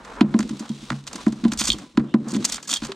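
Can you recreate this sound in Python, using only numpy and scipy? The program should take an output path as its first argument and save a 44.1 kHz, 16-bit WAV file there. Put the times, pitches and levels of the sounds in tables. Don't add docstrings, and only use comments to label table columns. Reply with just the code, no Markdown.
import sys
import numpy as np
from scipy import signal
from scipy.fft import rfft, irfft, next_fast_len
from scipy.io import wavfile
from scipy.ndimage import uniform_filter1d, map_coordinates

SR = 44100
rng = np.random.default_rng(int(sys.argv[2]) if len(sys.argv) > 2 else 0)


def voltage_ratio(decibels):
    exponent = np.asarray(decibels, float) / 20
    return 10 ** exponent


def store_pcm(level_fs):
    pcm = np.round(np.clip(level_fs, -1, 1) * 32767).astype(np.int16)
    wavfile.write(sys.argv[1], SR, np.atleast_2d(pcm).T)


N = 130095

# time in seconds, level in dB.
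RUMBLE_LEVELS = [(0.0, -60.5), (0.09, -53), (0.52, -48), (0.58, -65), (0.87, -58), (0.91, -42), (0.97, -58),
                 (1.31, -50), (1.33, -58), (1.76, -37), (1.86, -77), (2.0, -43), (2.04, -69), (2.55, -49.5),
                 (2.63, -82), (2.78, -58), (2.84, -40), (2.95, -72)]
# frequency in Hz, relative level in dB.
RUMBLE_COLOUR = [(12, -36), (24, -4), (46, 0), (70, -6), (100, -11.5), (120, -12), (140, -33), (240, -120)]
# time in seconds, level in dB.
FAINT_LEVELS = [(2.055, -68.5), (2.09, -57.5), (2.135, -55.5)]
# frequency in Hz, relative level in dB.
FAINT_COLOUR = [(2200, -37), (2700, -4), (3700, -4), (4300, -53)]
# time in seconds,
# then treble, mid and wall murmur levels in dB.
RUSTLE_LEVELS = [(0.0, -57, -45.5, -50), (0.15, -51.5, -42.5, -47), (0.25, -60.5, -46.5, -34.5),
                 (0.39, -52, -48.5, -32), (0.52, -49, -53, -39.5), (0.65, -49.5, -50.5, -45.5),
                 (0.81, -49.5, -57.5, -50), (0.93, -47, -49, -53), (1.055, -61.5, -59, -52.5),
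                 (1.1, -49.5, -49, -47), (1.22, -44, -45, -47), (1.31, -54.5, -53, -43.5),
                 (1.49, -52, -51, -41), (1.61, -53, -54.5, -45), (1.66, -38, -47.5, -48),
                 (1.82, -50.5, -48.5, -41), (1.93, -62, -70.5, -60), (2.0, -63, -51, -30),
                 (2.08, -61, -53, -38.5), (2.16, -65, -63, -43), (2.23, -60, -57, -32),
                 (2.29, -50.5, -40, -39.5), (2.36, -49, -47.5, -26), (2.46, -45, -49.5, -36.5),
                 (2.52, -38, -48.5, -42.5), (2.65, -58.5, -62, -52.5), (2.73, -45, -51, -41.5),
                 (2.79, -45, -57, -51.5), (2.89, -47.5, -47, -41), (2.95, -60, -51, -52)]
# frequency in Hz, relative level in dB.
RUSTLE_TREBLE = [(1180, -24), (2000, -3.5), (3830, 2), (4220, 0.5), (4570, -2.5), (6210, -4), (8520, -8),
                 (12400, -25.5), (16300, -30)]
RUSTLE_MID = [(240, -35), (420, 1), (700, -3.5), (1000, -0.5), (1130, -0.5), (1340, -2), (2600, -16.5),
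              (3380, -27), (5720, -120)]
RUSTLE_WALLS = [(59, -34), (100, -12.5), (204, 2), (230, 5), (264, 1.5), (317, 2), (397, -10.5), (480, -15),
                (620, -20), (1060, -120)]
# frequency in Hz, likeness from 0 to 1.
LIKENESS = [(100, .99), (500, 0.97), (2000, 0.68), (8000, 0.9), (14000, 0.18)]

# start in seconds, level in dB, pitch in Hz, time to fall 60 dB in s.
TAPS = [(.6, -38, 988, 0.089), (1.187, -31.5, 987, 0.075), (1.853, -49, 1000, 0.17),
        (2.654, -40, 1700, 0.037), (2.8924, -24, 392, .14)]
# start in seconds, level in dB before knock_db is added,
# then the deep mode and the upper modes in dB relative to that level.
KNOCKS = [(0.211, -2.5, -5, 5), (0.231, -8, 7.5, -25), (0.322, -29, -1, 10), (0.344, -2.5, -19, -2),
          (0.394, -11, -1.5, 1), (0.448, -21, -2, -14), (0.506, -16.5, 1, -2.5), (0.529, -23, -3, 3),
          (0.604, -20.5, -3, 2.5), (0.699, -14.5, 6, -6), (0.826, -30, 6, 0), (0.908, -16.5, 15.5, -1),
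          (0.924, -18.5, 10, -7), (1.151, -27, -4, 6), (1.267, -3, -6.5, 1), (1.325, -22, 0, 1),
          (1.365, -34, 2, -2), (1.434, -11, -20, -9), (1.451, -3, -4.5, -1), (1.523, -17.5, -4, -0.5),
          (1.609, -19.5, 5, 2), (1.687, -22.5, -6, 4.5), (1.739, -28, 8, 7), (1.976, -3.5, 3.5, 2.5),
          (2.142, -2, -2, 1), (2.267, -18, 6, -11), (2.328, -20.5, 6, 2.5), (2.349, -15, -14, 1.5),
          (2.364, -17, -9, -14), (2.538, -34, 9, -11), (2.821, -21, 0, 4), (2.834, -27, 8, 1)]
# frequency in Hz, relative level in dB, time to fall 60 dB in seconds.
DEEP_MODES = [(140.3, -21, 0.35)]
MAIN_MODES = [(207, -15.5, 0.28), (224.4, -1.5, 0.12)]
UPPER_MODES = [(263.6, -4, 0.048), (295.5, -9.5, 0.085), (334.5, -14.5, 0.078), (399.4, -28, 0.086),
               (624, -25.5, 0.045), (710, -32.5, 0.065), (1008, -20.5, 0.039)]
# frequency in Hz, relative level in dB.
RATTLE_COLOUR = [(250, -43), (450, -2), (800, -6), (1500, -18.5), (3000, -36)]

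# start and end in seconds, level at start and at end in dB,
# and level of the dull part relative to those in dB.
SCRAPES = [(1.517, 1.531, -34, -45, -13), (1.572, 1.586, -41, -34, -20), (1.588, 1.603, -25, -17.5, -18),
           (1.604, 1.634, -21.5, -36.5, -9), (1.638, 1.673, -24, -28, -14), (1.671, 1.698, -24, -24, -10.5),
           (1.698, 1.745, -40.5, -42.5, -10), (2.282, 2.321, -46.5, -35, -11),
           (2.333, 2.372, -42.5, -38, -3), (2.403, 2.451, -54, -47, -11), (2.475, 2.503, -41, -29.5, -7.5),
           (2.521, 2.571, -25.5, -38.5, -12), (2.568, 2.605, -59, -55.5, 7.5),
           (2.626, 2.663, -43.5, -48.5, -7.5), (2.674, 2.692, -30, -31.5, -12.5),
           (2.692, 2.725, -24.5, -27, -13.5), (2.737, 2.779, -30, -37, -9.5),
           (2.831, 2.872, -41, -41, -2.5)]
# start in seconds, level in dB.
CLINKS = [(0.693, -39), (1.702, -11.5), (1.719, -20.5), (1.731, -25.5), (2.498, -35), (2.697, -28),
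          (2.712, -23.5), (2.73, -22), (2.738, -18), (2.751, -33.5), (2.7607, -23), (2.769, -27)]
# frequency in Hz, relative level in dB, time to fall 60 dB in seconds.
STEEL_MODES = [(3175, -6, 0.045), (3268, -2, 0.052), (3370, -2, 0.017), (3650, 3, 0.025),
               (4400, -2.5, 0.028), (4950, -5.5, 0.0079), (6400, -14.5, 0.023), (6750, -26, .025),
               (7260, -26, .025)]
# start in seconds, treble, upper mid and mid levels in dB before
# the offsets below, and time to fall 60 dB in seconds.
CLICKS = [(0.048, -36.5, -47.5, -37.5, 0.031), (0.2079, -24, -17, -16, 0.021),
          (0.2248, -62, -43, -51, 0.017), (0.34, -42.5, -33.5, -24, 0.022),
          (0.3896, -15.5, -36, -22.5, 0.019), (0.404, -23.5, -33.5, -27.5, 0.025),
          (0.4269, -29.5, -36, -34.5, 0.023), (0.4915, -29, -38, -38, 0.031),
          (0.5936, -28, -43, -44.5, 0.053), (0.6913, -28.5, -56, -44, 0.02), (0.902, -23, -23, -15, 0.015),
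          (0.9185, -30, -44, -21.5, 0.011), (0.9275, -39, -55, -25.5, 0.0094),
          (1.0389, -37, -43, -63, 0.013), (1.0675, -26, -39, -37.5, 0.019),
          (1.0739, -23.5, -33.5, -39.5, 0.04), (1.1296, -21.5, -38, -37, 0.023),
          (1.1562, -21, -36.5, -33, 0.025), (1.2644, -30, -37, -23, 0.016), (1.279, -34, -45, -53, 0.032),
          (1.3224, -31.5, -42.5, -41.5, 0.031), (1.4392, -33, -34.5, -35.5, 0.026),
          (1.448, -36, -34.5, -31, 0.035), (1.4806, -32.5, -38, -44, 0.02),
          (1.5179, -21.5, -28.5, -30, 0.04), (1.5334, -17.5, -39, -30.5, 0.021),
          (1.5738, -18, -35, -55, 0.019), (1.6, -16.5, -30, -30, 0.019), (1.6144, -16, -18.5, -24.5, 0.018),
          (1.679, -10, -25, -43, 0.025), (1.7018, -12, -15, -34, 0.011), (1.7171, -16, -25, -41, 0.02),
          (1.7288, -16, -41, -48, 0.018), (1.784, -29.5, -51, -38, 0.027),
          (1.9724, -25.5, -23, -16.5, 0.017), (1.9948, -48, -48, -37, 0.041),
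          (2.1397, -34, -31, -22, 0.022), (2.2837, -27.5, -61, -55, 0.028),
          (2.3451, -35.5, -32, -41, 0.045), (2.4244, -40, -36, -40, 0.025),
          (2.4435, -14.5, -25, -28.5, 0.023), (2.4482, -7.5, -31, -35, 0.026),
          (2.4508, -4.5, -22, -36.5, 0.024), (2.5201, -21.5, -44, -44, 0.03),
          (2.5795, -41, -40, -30, 0.021), (2.6278, -25.5, -38, -47, 0.022), (2.6745, -21, -43, -50, 0.0091),
          (2.7063, -16, -36, -51, 0.016), (2.7267, -14, -25, -30.5, 0.039), (2.7378, -1.5, -18, -30, 0.011),
          (2.7501, -20, -40, -48, 0.016), (2.759, -19.5, -36, -35, 0.017), (2.7678, -19, -31, -54, 0.016),
          (2.8185, -36, -40, -38, 0.054), (2.8342, -33, -35, -35.5, 0.035),
          (2.8492, -24.5, -31, -37, 0.024), (2.9183, -27, -25, -28, 0.016)]
# time in seconds; the rows are treble, upper mid and mid.
CLICK_RISES_S = [
    [0.00064],
    [.001],
    [0.0014],
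]
# frequency in Hz, relative level in dB.
TREBLE_COLOUR = [(2710, -30.5), (4600, 0.5), (5480, -1), (6740, 2.5), (9250, -6.5), (10200, -19.5),
                 (12300, -19.5), (14800, -33), (16300, -53)]
EDGE_COLOUR = [(900, -67), (1800, -11.5), (2600, -1), (3800, 0.5), (4800, -5), (6500, -25), (11000, -73)]
MID_COLOUR = [(290, -17), (500, 1), (1000, 8), (1420, 9), (2400, -0.5), (3380, -27), (5720, -120)]

# frequency in Hz, time to fall 60 dB in seconds.
BOX_DECAY = [(500, 0.09), (3000, 0.05), (12000, 0.032)]
# frequency in Hz, level in dB.
BOX_LEVEL = [(500, -18), (2000, -11), (6000, -11.5), (13000, -6)]
# frequency in Hz, left over right in dB.
LEAN = [(500, 2), (2000, -4), (5000, -2), (9000, 0.9)]
# frequency in Hz,
# difference in radians.
PHASE_DIFFERENCE = [(9900, 0.52), (12700, 1)]

DETUNE = 0.015
TREBLE_DB, EDGE_DB, MID_DB = -5, 3.5, 5.5


def unit(x):
    return x / np.sqrt(np.mean(x ** 2) + 1e-20)


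def along(points, hz):
    f, v = np.transpose(points)
    return np.interp(np.log(hz + 1), np.log(f + 1), v)


def curves(rows):
    s, *columns = np.transpose(rows)
    return [np.interp(np.arange(N) / SR, s, c, left=-120, right=-120) for c in columns]


def wobble(rate):
    points = rng.standard_normal(int(N * rate / SR) + 4)
    return map_coordinates(points, [np.arange(N) * rate / SR])


def filtered(x, response):
    m = next_fast_len(N + 8192)
    return irfft(rfft(x, m) * response(np.fft.rfftfreq(m, 1 / SR)), m)[..., :N]


def coloured(x, spectrum):
    log_level = np.log(voltage_ratio(along(spectrum, np.fft.rfftfreq(4096, 1 / SR))) + 1e-6)
    cepstrum = irfft(log_level)
    cepstrum[1:2048] *= 2
    cepstrum[2049:] = 0
    h = irfft(np.exp(rfft(cepstrum)))
    return signal.fftconvolve(x, h / np.linalg.norm(h))[:N]


def add_at(out, s, sound):
    out[..., round(s * SR):][..., :sound.shape[-1]] += sound


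def ring(modes, t, scatter_db, spread=0):
    total = 0
    for (hz, db, t60), (a, b, c) in zip(modes, rng.standard_normal((len(modes), 3))):
        level = voltage_ratio(db + scatter_db * a - 60 * t / t60)
        total = total + level * np.sin(2 * np.pi * hz * ((1 + DETUNE * b) * t + spread * c))
    return total


def rush(spectrum):
    def response(hz):
        turn = np.arccos(np.clip(along(LIKENESS, hz), 0, 1)) / 2
        return voltage_ratio(along(spectrum, hz)) * [np.cos(turn), np.sin(turn)]
    mid, side = filtered(rng.standard_normal((2, N)), response)
    return unit(np.array([mid + side, mid - side]))


def rumble():
    return voltage_ratio(curves(RUMBLE_LEVELS)[0] + 3.0 * wobble(12)) * rush(RUMBLE_COLOUR)


def faint_hiss():
    return voltage_ratio(curves(FAINT_LEVELS)[0]) * rush(FAINT_COLOUR + [(9000, -120)])


def rustle():
    treble_db, mid_db, walls_db = curves(RUSTLE_LEVELS)
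    shared_db = 0.53 * wobble(29.89) + 1.85 * wobble(220)
    treble = voltage_ratio(treble_db + shared_db + 0.55 * wobble(54)) * rush(RUSTLE_TREBLE)
    mid = voltage_ratio(mid_db + shared_db + 2.9 * wobble(40.06)) * rush(RUSTLE_MID)
    murmur = voltage_ratio(walls_db + 2.5 * wobble(24.98)) * rush(RUSTLE_WALLS)
    return treble + mid + murmur


def taps():
    rise_s = 0.002
    out, t = np.zeros(N + SR), np.arange(SR // 2) / SR
    for s, db, hz, t60 in TAPS:
        add_at(out, s, (1 - np.exp(-t / rise_s)) * ring([(hz, db, t60)], t, 1))
    return out[:N]


def knocks():
    swell_s, gather_s = 0.0045, 0.0046
    knock_db, rattle_db, rattle_t60_s = -1, -32, 0.15
    out, shake, t = np.zeros(N + SR), np.zeros(N + SR), np.arange(SR // 2) / SR
    swell, late = (1 - np.exp(-t / swell_s)) ** 2, t - gather_s
    for s, db, deep_db, upper_db in KNOCKS:
        modes = ring(MAIN_MODES, late, 1)
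        modes = modes + voltage_ratio(deep_db) * ring(DEEP_MODES, late, 0.66)
        modes = modes + voltage_ratio(upper_db) * ring(UPPER_MODES, late, 1.7)
        add_at(out, s, voltage_ratio(db + knock_db) * swell * modes)
        add_at(shake, s, voltage_ratio(db + rattle_db - 60 * t / rattle_t60_s) * swell)
    rattle = coloured(shake * rng.standard_normal(N + SR), RATTLE_COLOUR + [(6000, -86)])
    return out[:N] + rattle


def box(x):
    hz, t, z = signal.stft(rng.standard_normal((2, SR // 4)), SR, nperseg=128)
    decay = voltage_ratio(-60 * t / along(BOX_DECAY, hz)[:, None])
    tail = signal.istft(z * decay, SR, nperseg=128)[1]
    late = np.pad(x, (60, 0))[None]
    return signal.fftconvolve(late, tail / np.linalg.norm(tail[0]), axes=1)[:, :N]


def scrape():
    slips_per_s, spread_db, clump_db, edge_db, ring_db = 6000, 2.5, 3.5, -9.5, -9
    happens = rng.random((2, N)) < slips_per_s / SR
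    strength = voltage_ratio(spread_db * np.minimum(rng.exponential(size=(2, N)), 3))
    slips = happens * rng.standard_normal((2, N)) * strength
    stroke = 0
    for s0, s1, db0, db1, dull_db in SCRAPES:
        stroke = stroke + voltage_ratio(curves([(s0, db0, db0 + dull_db), (s1, db1, db1 + dull_db)]))
    fine, dull = unit(slips * voltage_ratio(clump_db * wobble(250))) * uniform_filter1d(stroke, size=60)
    steel = ring(STEEL_MODES, np.arange(SR // 5) / SR, 0, spread=0.99)
    ringing = signal.fftconvolve(fine, steel / np.linalg.norm(steel))[:N]
    contact = coloured(fine, TREBLE_COLOUR) + voltage_ratio(edge_db) * coloured(fine, EDGE_COLOUR)
    return contact + coloured(dull, MID_COLOUR) + voltage_ratio(ring_db) * ringing


def clinks():
    rise_s = 0.00018
    out, t = np.zeros(N + SR), np.arange(SR // 5) / SR
    for s, db in CLINKS:
        add_at(out, s, voltage_ratio(db) * (1 - np.exp(-t / rise_s)) * ring(STEEL_MODES, t, 2.3, spread=1))
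    return out[:N]


def clicks():
    bands, t = np.zeros((3, N + SR)), np.arange(SR // 5) / SR
    for s, treble_db, edge_db, mid_db, t60 in CLICKS:
        half = np.sqrt((1 - np.exp(-t / np.abs(CLICK_RISES_S))) * voltage_ratio(-60 * t / max(t60, .004)))
        z = rfft(half * rng.standard_normal((3, len(t))))
        even = irfft(z / np.abs(z), len(t)) * half
        wanted = np.linalg.norm(half ** 2, axis=1, keepdims=True)
        burst = even * wanted / np.linalg.norm(even, axis=1, keepdims=True)
        add_at(bands, s, voltage_ratio([[treble_db + TREBLE_DB], [edge_db + EDGE_DB], [mid_db + MID_DB]]) * burst)
    treble, edge, mid = bands
    return coloured(treble, TREBLE_COLOUR) + coloured(edge, EDGE_COLOUR) + coloured(mid, MID_COLOUR)


def placed(tongs):
    def response(hz):
        sides = np.array([[.5], [-.5]])
        return voltage_ratio(along(LEAN, hz) * sides) * np.exp(1j * along(PHASE_DIFFERENCE, hz) * sides)
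    return filtered(tongs, response)


def scene():
    background = rumble() + faint_hiss() + rustle()
    walls = knocks() + taps()
    walls_direct = walls * voltage_ratio([[-.15], [.15]])
    walls_around = voltage_ratio(-28) * box(walls)
    tongs = scrape() + clinks() + clicks()
    tongs = tongs + filtered(box(tongs), lambda hz: voltage_ratio(along(BOX_LEVEL, hz)))
    return background + walls_direct + walls_around + placed(tongs)


def low_pass(x):
    return signal.sosfilt(signal.butter(12, 16460, fs=SR, output="sos"), x)


def record(dry):
    peak, top_hz = 0.87, 16460
    soft = dry / (1 + np.abs(dry / peak) ** 4) ** (1 / 4)
    finished = filtered(soft, lambda hz: hz < top_hz)
    return low_pass(finished)


dry = scene()
out = record(dry)
store_pcm(out)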